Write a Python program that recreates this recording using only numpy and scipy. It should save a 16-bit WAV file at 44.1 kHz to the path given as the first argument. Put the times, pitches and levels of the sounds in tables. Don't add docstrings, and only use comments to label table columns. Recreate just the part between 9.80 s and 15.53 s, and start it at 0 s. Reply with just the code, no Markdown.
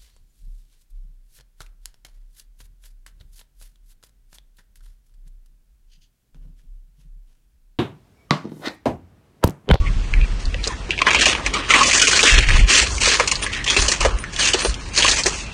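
import sys
import numpy as np
from scipy import signal
from scipy.fft import rfft, irfft
from scipy.io import wavfile
from scipy.ndimage import uniform_filter1d

SR = 44100
rng = np.random.default_rng(int(sys.argv[2]) if len(sys.argv) > 2 else 0)


def int16_out(signal):
    q = np.round(np.clip(np.atleast_2d(signal).T, -1, 1) * 32767)
    wavfile.write(sys.argv[1], SR, q.astype(np.int16))


def boost_factor(decibels):
    exponent = np.asarray(decibels, float) / 20
    return 10 ** exponent


N = 252693

# frequency in Hz, density in dB per Hz.
ROOM_TONE = [(41, -32), (70, 3), (634, -17), (1410, -18), (2620, -22), (5070, -25.5), (9600, -36.5),
             (12500, -74)]
# start in seconds, hold in seconds, level in dB, swing in Hz.
PUFFS = [(0.0, 0.11, -11, 36.2), (0.164, 0.025, -10, 28.33), (.24, 0.048, -20, 35.2),
         (0.321, 0.11, -9.5, 33.5), (.5, 0.076, -17, 40.1), (.655, 0.022, -14.5, 36.3),
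         (.73, 0.088, -21.5, 42.15), (0.881, 0.058, -24, 42), (1.011, .04, -27.5, 43.15),
         (1.339, 0.076, -29, 52.2), (1.66, 0.029, -26, 43.05), (2.2, .03, -34, 44.8),
         (2.525, 0.082, -8.5, 38.1), (2.681, 0.074, -6.5, 34.35), (2.792, 0.044, -4.5, 34.4),
         (2.99, 0.056, -27, 48.1), (3.09, 0.077, -23, 58.8), (3.23, 0.044, -23.5, 49.6),
         (3.549, 0.12, -35, 43.03), (3.992, 0.032, -14.5, 43.8), (4.039, 0.056, -24, 46.8),
         (4.2, 0.16, -17.5, 43.84), (4.888, 0.047, -19, 44.3), (5.04, 0.033, -29.5, 44.1),
         (5.22, .13, -30, 44.5), (5.45, 0.043, -31, 43.5)]
# frequency in Hz, width in Hz, level in dB.
CRUMB_MODES = [(1725, 400, -4.5), (2550, 565, -1.5), (3300, 1075, -6.5)]
# frequency in Hz, width in Hz, level in dB.
JAW_MODES = [(280.5, 168, 3), (433, 82, 6.5), (508, 101, 4.5), (1110, 330, 6.5), (1270, 1500, -10.5)]
# frequency in Hz, width in Hz, level in dB.
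BRITTLE_MODES = [(4184, 540, 7.5), (6380, 1620, 8), (8670, 1700, 2.5), (8964, 390, 4.5)]
# middle in
# seconds, half length in seconds, ring in Hz, width in Hz, level in dB.
LICKS = [(0.043, 0.049, 1132, 80, -33.5), (0.074, 0.019, 2100, 600, -29), (0.374, 0.027, 2000, 600, -35),
         (0.429, 0.027, 2370, 583.2, -29.5), (0.78, 0.038, 2320, 460, -37),
         (0.914, 0.025, 1020, 270, -31.5), (0.928, 0.033, 1790, 320, -36), (1.755, 0.059, 284, 100, -27),
         (1.769, 0.024, 1200, 230, -22.5), (1.973, 0.06, 1081, 324, -17.5), (2.588, 0.015, 349, 190, -17.5),
         (3.404, 0.0083, 1080, 340, -12), (3.635, 0.014, 9200, 600, -26.5), (3.762, 0.1, 1850, 450, -30),
         (3.907, 0.026, 3300, 460, -17), (4.406, 0.022, 9140, 600, -34), (4.468, 0.029, 1809, 200, -31.5),
         (4.65, 0.049, 2840, 540, -16.5), (4.86, 0.038, 9050, 603, -27.5), (5.645, 0.12, 2570, 370, -37)]
# start in seconds, peak in dB, ring in Hz, T60 in seconds.
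KNOCKS = [(0.746, -21, 506, 0.021), (0.869, -14.5, 384, 0.081), (1.093, -17.5, 319.6, 0.05),
          (1.217, -1.5, 1110, 0.027), (1.266, -4, 1034, 0.063), (1.344, -9, 946, 0.033),
          (1.466, -6, 567, 0.041), (1.55, -12.5, 950, 0.019), (1.767, -10, 1095, 0.045),
          (1.9, -3, 1306, 0.044), (1.945, -0.5, 1170, 0.06), (2.009, 1, 1110, 0.058),
          (2.215, -6, 1496, 0.15), (2.331, -5, 1490, 0.03), (2.389, -13, 1360, 0.047),
          (2.431, -7, 485, 0.05), (2.583, -24, 367, 0.05), (3.274, -8.5, 416, 0.027),
          (3.399, -5, 480, 0.063), (3.474, -17, 951, 0.028), (3.521, -11.5, 1010, 0.025),
          (3.965, -7, 330, 0.057), (4.084, -12.5, 500, 0.034), (4.209, -9, 484, 0.021),
          (4.25, -1.5, 477, 0.068), (4.743, -6, 396, 0.064), (4.849, -3.5, 411, 0.066),
          (5.205, -12, 990, 0.075), (5.245, -5, 1090, 0.04), (5.459, -6, 395, 0.068)]
# time in seconds, peak in dB, ring in Hz,
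# splinters in dB above the ring.
FIRST_CRACKS = [(0.3386, -2, 2150, -35), (0.7442, -5, 2320, -39), (0.841, -7.5, 3960, -18),
                (1.1073, 1, 2590, -24), (1.1787, -9, 2420, -21), (1.2193, 3.5, 2480, -30),
                (1.269, 5.5, 1760, -25), (1.3068, -1.5, 2270, -13.5), (1.3473, 3, 2270, -13),
                (1.3877, -10, 2470, -12), (1.4103, -4, 2430, -8.5), (1.4568, 0, 2520, -5.5),
                (1.5508, -6.5, 2580, -23), (1.6626, -5, 2230, -9), (1.7386, -10, 2300, -3.5),
                (1.9054, 4, 2220, -14), (1.9383, 8, 2080, -18), (2.0316, -8, 2460, -2.5),
                (2.058, -21, 2550, -7), (2.112, -3.5, 2230, -8), (2.1304, -1.5, 2430, -7),
                (2.1964, -2.5, 2900, -10), (2.271, -0.5, 2480, -9.5), (2.3922, 2, 2380, -18),
                (2.43, 3, 3700, -14), (2.5397, -1, 2314, -12.5), (2.5804, -5, 2950, -28),
                (2.606, -7, 2424, -20), (2.6873, -1, 2270, -17), (2.7926, -8, 2267, -10)]
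# time in seconds, peak in dB, ring in Hz,
# splinters in dB above the ring.
LATER_CRACKS = [(2.8898, -11, 2458, -8), (3.1812, -14, 2412, -7), (3.216, -9, 2314, -32),
                (3.256, -15, 2560, -8), (3.3978, -5.5, 2060, -8), (3.4753, -9.5, 2423, -1.5),
                (3.5144, -5.5, 2540, -3), (3.6252, -13.5, 2200, -7.5), (3.665, -6, 1750, -16.5),
                (3.7344, -13.5, 2800, -31), (3.8429, -16.5, 3180, -2), (3.8778, -7, 3230, -27),
                (3.9007, 2.5, 2810, -11), (3.966, 0.5, 2570, -12.5), (4.0826, -8, 2870, 0),
                (4.1173, -6, 1930, -2), (4.206, -11.5, 2560, -2.5), (4.2496, -10, 1880, -6),
                (4.4398, -11.5, 1720, -15), (4.5905, -28, 2940, -10), (4.6244, -8, 2460, -14),
                (4.6526, -12, 2880, -1), (4.6737, -7, 3000, -18), (4.735, -1, 2980, -6.5),
                (4.9422, -17, 3230, -5), (5.1627, -14.5, 4500, -1), (5.2235, 0.5, 3170, -11),
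                (5.2795, -2.5, 2790, -22), (5.313, -5.5, 3580, -4), (5.461, -9, 1900, -2)]
# time in seconds, peak in dB, ring in
# Hz, splinters in dB # above the ring.
MORE_CRACKS = [(0.414, -12.5, 2500, -41), (0.6549, -18, 4400, -13), (0.8739, -16.5, 4660, 1.5),
               (1.1902, -3.5, 2370, -26), (1.3314, -8, 2320, -8), (2.0135, -8, 2500, -6),
               (2.2168, 1.5, 2810, -4), (2.3118, -8, 1790, -6.5), (2.7048, -4, 1860, -19),
               (3.5553, -7, 4430, -15), (4.3869, -23.5, 2360, -2.5), (4.563, -13, 3100, -8),
               (4.802, -14, 4700, -12), (4.8474, -14, 3900, -4), (5.1766, -0.5, 4300, -12),
               (5.2455, -13, 2780, -2), (5.2587, -4, 3060, -14), (5.3453, -23, 4500, 4),
               (5.4355, -13.5, 4400, -0.5)]
# start in seconds, hold in seconds, crumb in dB, brittle shell in dB above the crumb,
# jaw in dB above the crumb.
CHEWS = [(1.265, .11, -15.5, -18, -5), (1.395, .1, -12.5, -7.5, -10), (1.785, 0.11, -29.5, -35, -6),
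         (1.897, .15, -13.5, -7, -7.5), (2.058, .38, -17, 1, -8), (2.448, 0.14, -11.5, -8.5, -14),
         (2.669, 0.12, -18.5, -8.5, -10.5), (2.886, 0.11, -13, -1, -10), (3.07, .1, -39, 11, 3),
         (3.214, 0.046, -17.5, 2.5, -12), (3.248, .09, -17, -1, -10.5), (3.47, 0.075, -26, -1.5, -7.5),
         (3.867, 0.078, -20, -3, -9), (3.965, 0.057, -20.5, 3.5, -4.5), (4.27, 0.046, -43, -12, 1.5),
         (4.529, 0.049, -32, 0, -12), (4.592, 0.093, -19.5, 2.5, -9), (4.792, 0.055, -25.5, 4, -4),
         (5.141, .03, -29.5, 3, -21), (5.174, .11, -17.5, 2, -6), (5.29, .1, -22, 0.5, -6),
         (5.0, .1, -41.5, -2, -13), (5.54, 0.063, -32, 0, -21)]
# start in seconds, crumb in dB, brittle shell in dB above the crumb,
# jaw in dB above the crumb.
NIPS = [(.6, -45, 3.5, -12), (0.837, -30.5, 0.5, -14), (1.105, -26, -30, -14), (1.18, -27, -19, -3),
        (1.53, -29.5, -16, 2), (1.653, -25, -9, -4.5), (1.735, -25, -11, -4), (3.39, -23, -3, -3),
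        (3.622, -27, -3, -2.5), (3.732, -21.5, -11, -15.5), (4.082, -22, 2.5, -4.5), (4.206, -25, -2.5, 2),
        (4.25, -31, -4, 6), (4.73, -24, -6, -4), (5.454, -25.5, 3.5, -1.5)]


def unit(x):
    return x / np.sqrt(np.mean(x ** 2) + 1e-20)


def drift(rate):
    r = np.exp(-2 * np.pi * rate / SR)
    noise = rng.standard_normal(N + SR)
    settled = signal.lfilter([1], [1, -2 * r, r * r], noise)[SR:]
    return unit(settled)


def resonate(x, hz, width):
    r = np.exp(-np.pi * width / SR)
    zeros = [(1 - r * r) / 2, 0, (r * r - 1) / 2]
    poles = [1, -2 * r * np.cos(2 * np.pi * hz / SR), r * r]
    return signal.lfilter(zeros, poles, x)


def body(x, modes, patchy_db=0):
    out = 0
    for k, (hz, width, db) in enumerate(modes):
        patch = boost_factor(patchy_db * drift(15.0)) if patchy_db else 1
        out = out + (-1) ** k * boost_factor(db) * patch * resonate(x, hz, width)
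    return out


def fractures(size, per_s, spread_db):
    strength = np.minimum(rng.exponential(1, size), 4)
    height = boost_factor(spread_db * strength) * rng.choice([-1, 1], size)
    return height * (rng.random(size) < per_s / SR) + 1e-9


def shower(t60, snap_db):
    t = np.arange(4000) / SR
    t60 = np.clip(t60, .004, .25)
    swell = (1 - np.exp(-t / (0.052 * t60))) ** 2
    decay = boost_factor(-60 * (t / t60) ** 1.42)
    out = decay * swell * fractures(len(t), 7000, spread_db=1.5)
    out[50] += boost_factor(snap_db)
    return out


def add(out, s, peak_db, sound):
    at = max(round((s - .0012) * SR), 0)
    scaled = boost_factor(peak_db) * sound / np.abs(sound).max()
    out[at:at + len(sound)] += scaled[:N - at]


def swells(s, held_s, db, attack_s, sag_db_per_s, release_db_per_s, rest_db):
    t = np.arange(N) / SR
    power = boost_factor(2 * rest_db)
    for start, held, top in zip(s, np.clip(held_s, .005, 2), db):
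        since = t - start
        fall = sag_db_per_s * np.clip(since, 0, held) + release_db_per_s * np.clip(since - held, 0, 1)
        rise = np.exp(4 * np.minimum(since, 0) / attack_s)
        power = power + boost_factor(2 * (top - fall)) * rise
    return np.sqrt(power)


def room_tone():
    hz, db = np.transpose(ROOM_TONE)
    grid = np.maximum(np.arange(N // 2 + 1) * SR / N, 1)
    shape = boost_factor(np.interp(np.log(grid), np.log(hz), db))
    hush = irfft(rfft(rng.standard_normal(N)) * shape, N)
    return boost_factor(-34) * unit(hush)


def rumble():
    s, held, db, puff_hz = np.transpose(PUFFS)
    hz = np.interp(np.arange(N) / SR, s, puff_hz)
    swing_hz = hz * np.exp(0.127 * drift(16.7))
    swing = np.sin(2 * np.pi * np.cumsum(swing_hz) / SR) * boost_factor(1.5 * drift(25))
    heave_hz = 1.3 * hz * np.exp(0.141 * drift(9.9))
    heave = np.sin(2 * np.pi * np.cumsum(heave_hz) / SR) * boost_factor(3.2 * drift(7.5))
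    low_band = signal.butter(2, [20, 80], "band", fs=SR, output="sos")
    flutter = signal.sosfilt(low_band, rng.standard_normal(N))
    air = swells(s, held, db, attack_s=0.018, sag_db_per_s=0, release_db_per_s=343.5, rest_db=-33.5)
    return air * unit(unit(swing) + 0.67 * heave + 0.42 * unit(flutter))


def licks():
    t = np.arange(N) / SR
    rub = fractures(N, 6000, spread_db=2.0)
    out = np.zeros(N)
    for s, half, hz, width, db in LICKS:
        stroke = np.exp(-((t - s) / half) ** 2)
        out += boost_factor(db) * stroke * unit(resonate(resonate(rub, hz, width), hz, width))
    return out


def knocks():
    out = np.zeros(N)
    for s, peak_db, hz, t60 in KNOCKS:
        breaks = shower(0.8 * t60, snap_db=12)
        ring = resonate(resonate(breaks, hz, 310), hz, 133)
        ring = ring + 0.089 * body(breaks, JAW_MODES)
        ring = ring + 0.18 * body(breaks, CRUMB_MODES) + 0.014 * body(breaks, BRITTLE_MODES)
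        add(out, s, peak_db - 1.0, ring)
    return out


def stick():
    t = np.arange(N) / SR
    hush_db = np.zeros(N)
    for s, peak_db, *_ in FIRST_CRACKS + LATER_CRACKS + MORE_CRACKS:
        ahead = np.clip(s - t, 0, 1)
        depth_db = np.clip(.3 * (peak_db + 23), 0, 9)
        hush_db += (t < s) * depth_db * np.exp(-(ahead / .012) ** 2)
    return boost_factor(-hush_db)


def grinding():
    nip_held_s = 0.027
    bites = CHEWS + [(s, nip_held_s, *db) for s, *db in NIPS]
    s, held, crumb_db, top_db, jaw_db = np.transpose(bites)
    slips = boost_factor(1.5 * drift(35) + 1.2 * drift(150) + 0.6 * drift(430))
    shared = fractures(N, 2200, spread_db=3.5)
    # resonances, bite dB, release in dB per second, dB of the mouth working between bites
    parts = (
        (CRUMB_MODES, crumb_db, 199.5, -43.5),
        (BRITTLE_MODES, crumb_db + top_db, 220, -50.5),
        (JAW_MODES, crumb_db + jaw_db, 148, -47.5),
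    )
    out = 0
    for modes, db, release, rest_db in parts:
        breaks = slips * (shared + 1.7 * fractures(N, 5000, spread_db=1.5))
        bite = swells(s, held, db, .012, -2.5, release, rest_db)
        out = out + bite * unit(body(breaks, modes, patchy_db=1.6))
    return out


def cracks():
    out = np.zeros(N)
    for s, peak_db, hz, top_db in FIRST_CRACKS + LATER_CRACKS + MORE_CRACKS:
        t60 = .027 * (1.5 + 0.04 * peak_db)
        snap_db = 5.5 - 0.55 * top_db
        breaks = shower(t60, snap_db)
        ring = resonate(resonate(breaks, hz, 900), hz, 800) + 0.081 * body(breaks, CRUMB_MODES)
        add(out, s, peak_db - 0.6, ring)
        add(out, s, peak_db + top_db + 6.5, body(breaks, BRITTLE_MODES))
    return out


def scene():
    mouth = stick() * grinding() + cracks() + knocks() + licks()
    dulled = signal.lfilter([.4], [1, -.6], mouth)
    echo = boost_factor(-20.0) * np.roll(dulled, round(.0047 * SR))
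    return (mouth + echo + rumble() + room_tone())[None]


def dropouts(x, share, depth_db):
    hz, s, bins = signal.stft(x, SR, nperseg=1024)
    starved = rng.random((len(hz) // 6 + 1, len(s) // 4 + 1)) < np.clip(share, 0, 1)
    starved = starved.repeat(6, axis=0).repeat(4, axis=1)[:len(hz), :len(s)]
    starved = starved & (hz[:, None] > 650)
    return signal.istft(bins * boost_factor(-depth_db * starved), SR, nperseg=1024)[1][:N]


def whistle(cut):
    top_band = signal.butter(2, [7500, 9600], "band", fs=SR, output="sos")
    top = signal.sosfilt(top_band, cut)
    level = np.sqrt(uniform_filter1d(top ** 2, size=1500) + 1e-12)
    on = uniform_filter1d(1. * (drift(9) > -.1), size=500)
    return boost_factor(-22.5) * level * on * np.sin(2 * np.pi * 10164 * np.arange(N) / SR)


def low_pass(x):
    return signal.sosfilt(signal.butter(12, 15900, fs=SR, output="sos"), x)


def record(dry):
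    limited = 1.034 * np.tanh(dry[0] / 1.226)
    held = dropouts(limited, share=.1, depth_db=14.0)
    top_cut = signal.ellip(12, .3, 80, 9680, fs=SR, output="sos")
    cut = signal.sosfilt(top_cut, held)
    mix = np.clip(cut + whistle(cut), -.99, .99)[None]
    return low_pass(mix)


dry = scene()
out = record(dry)
int16_out(out)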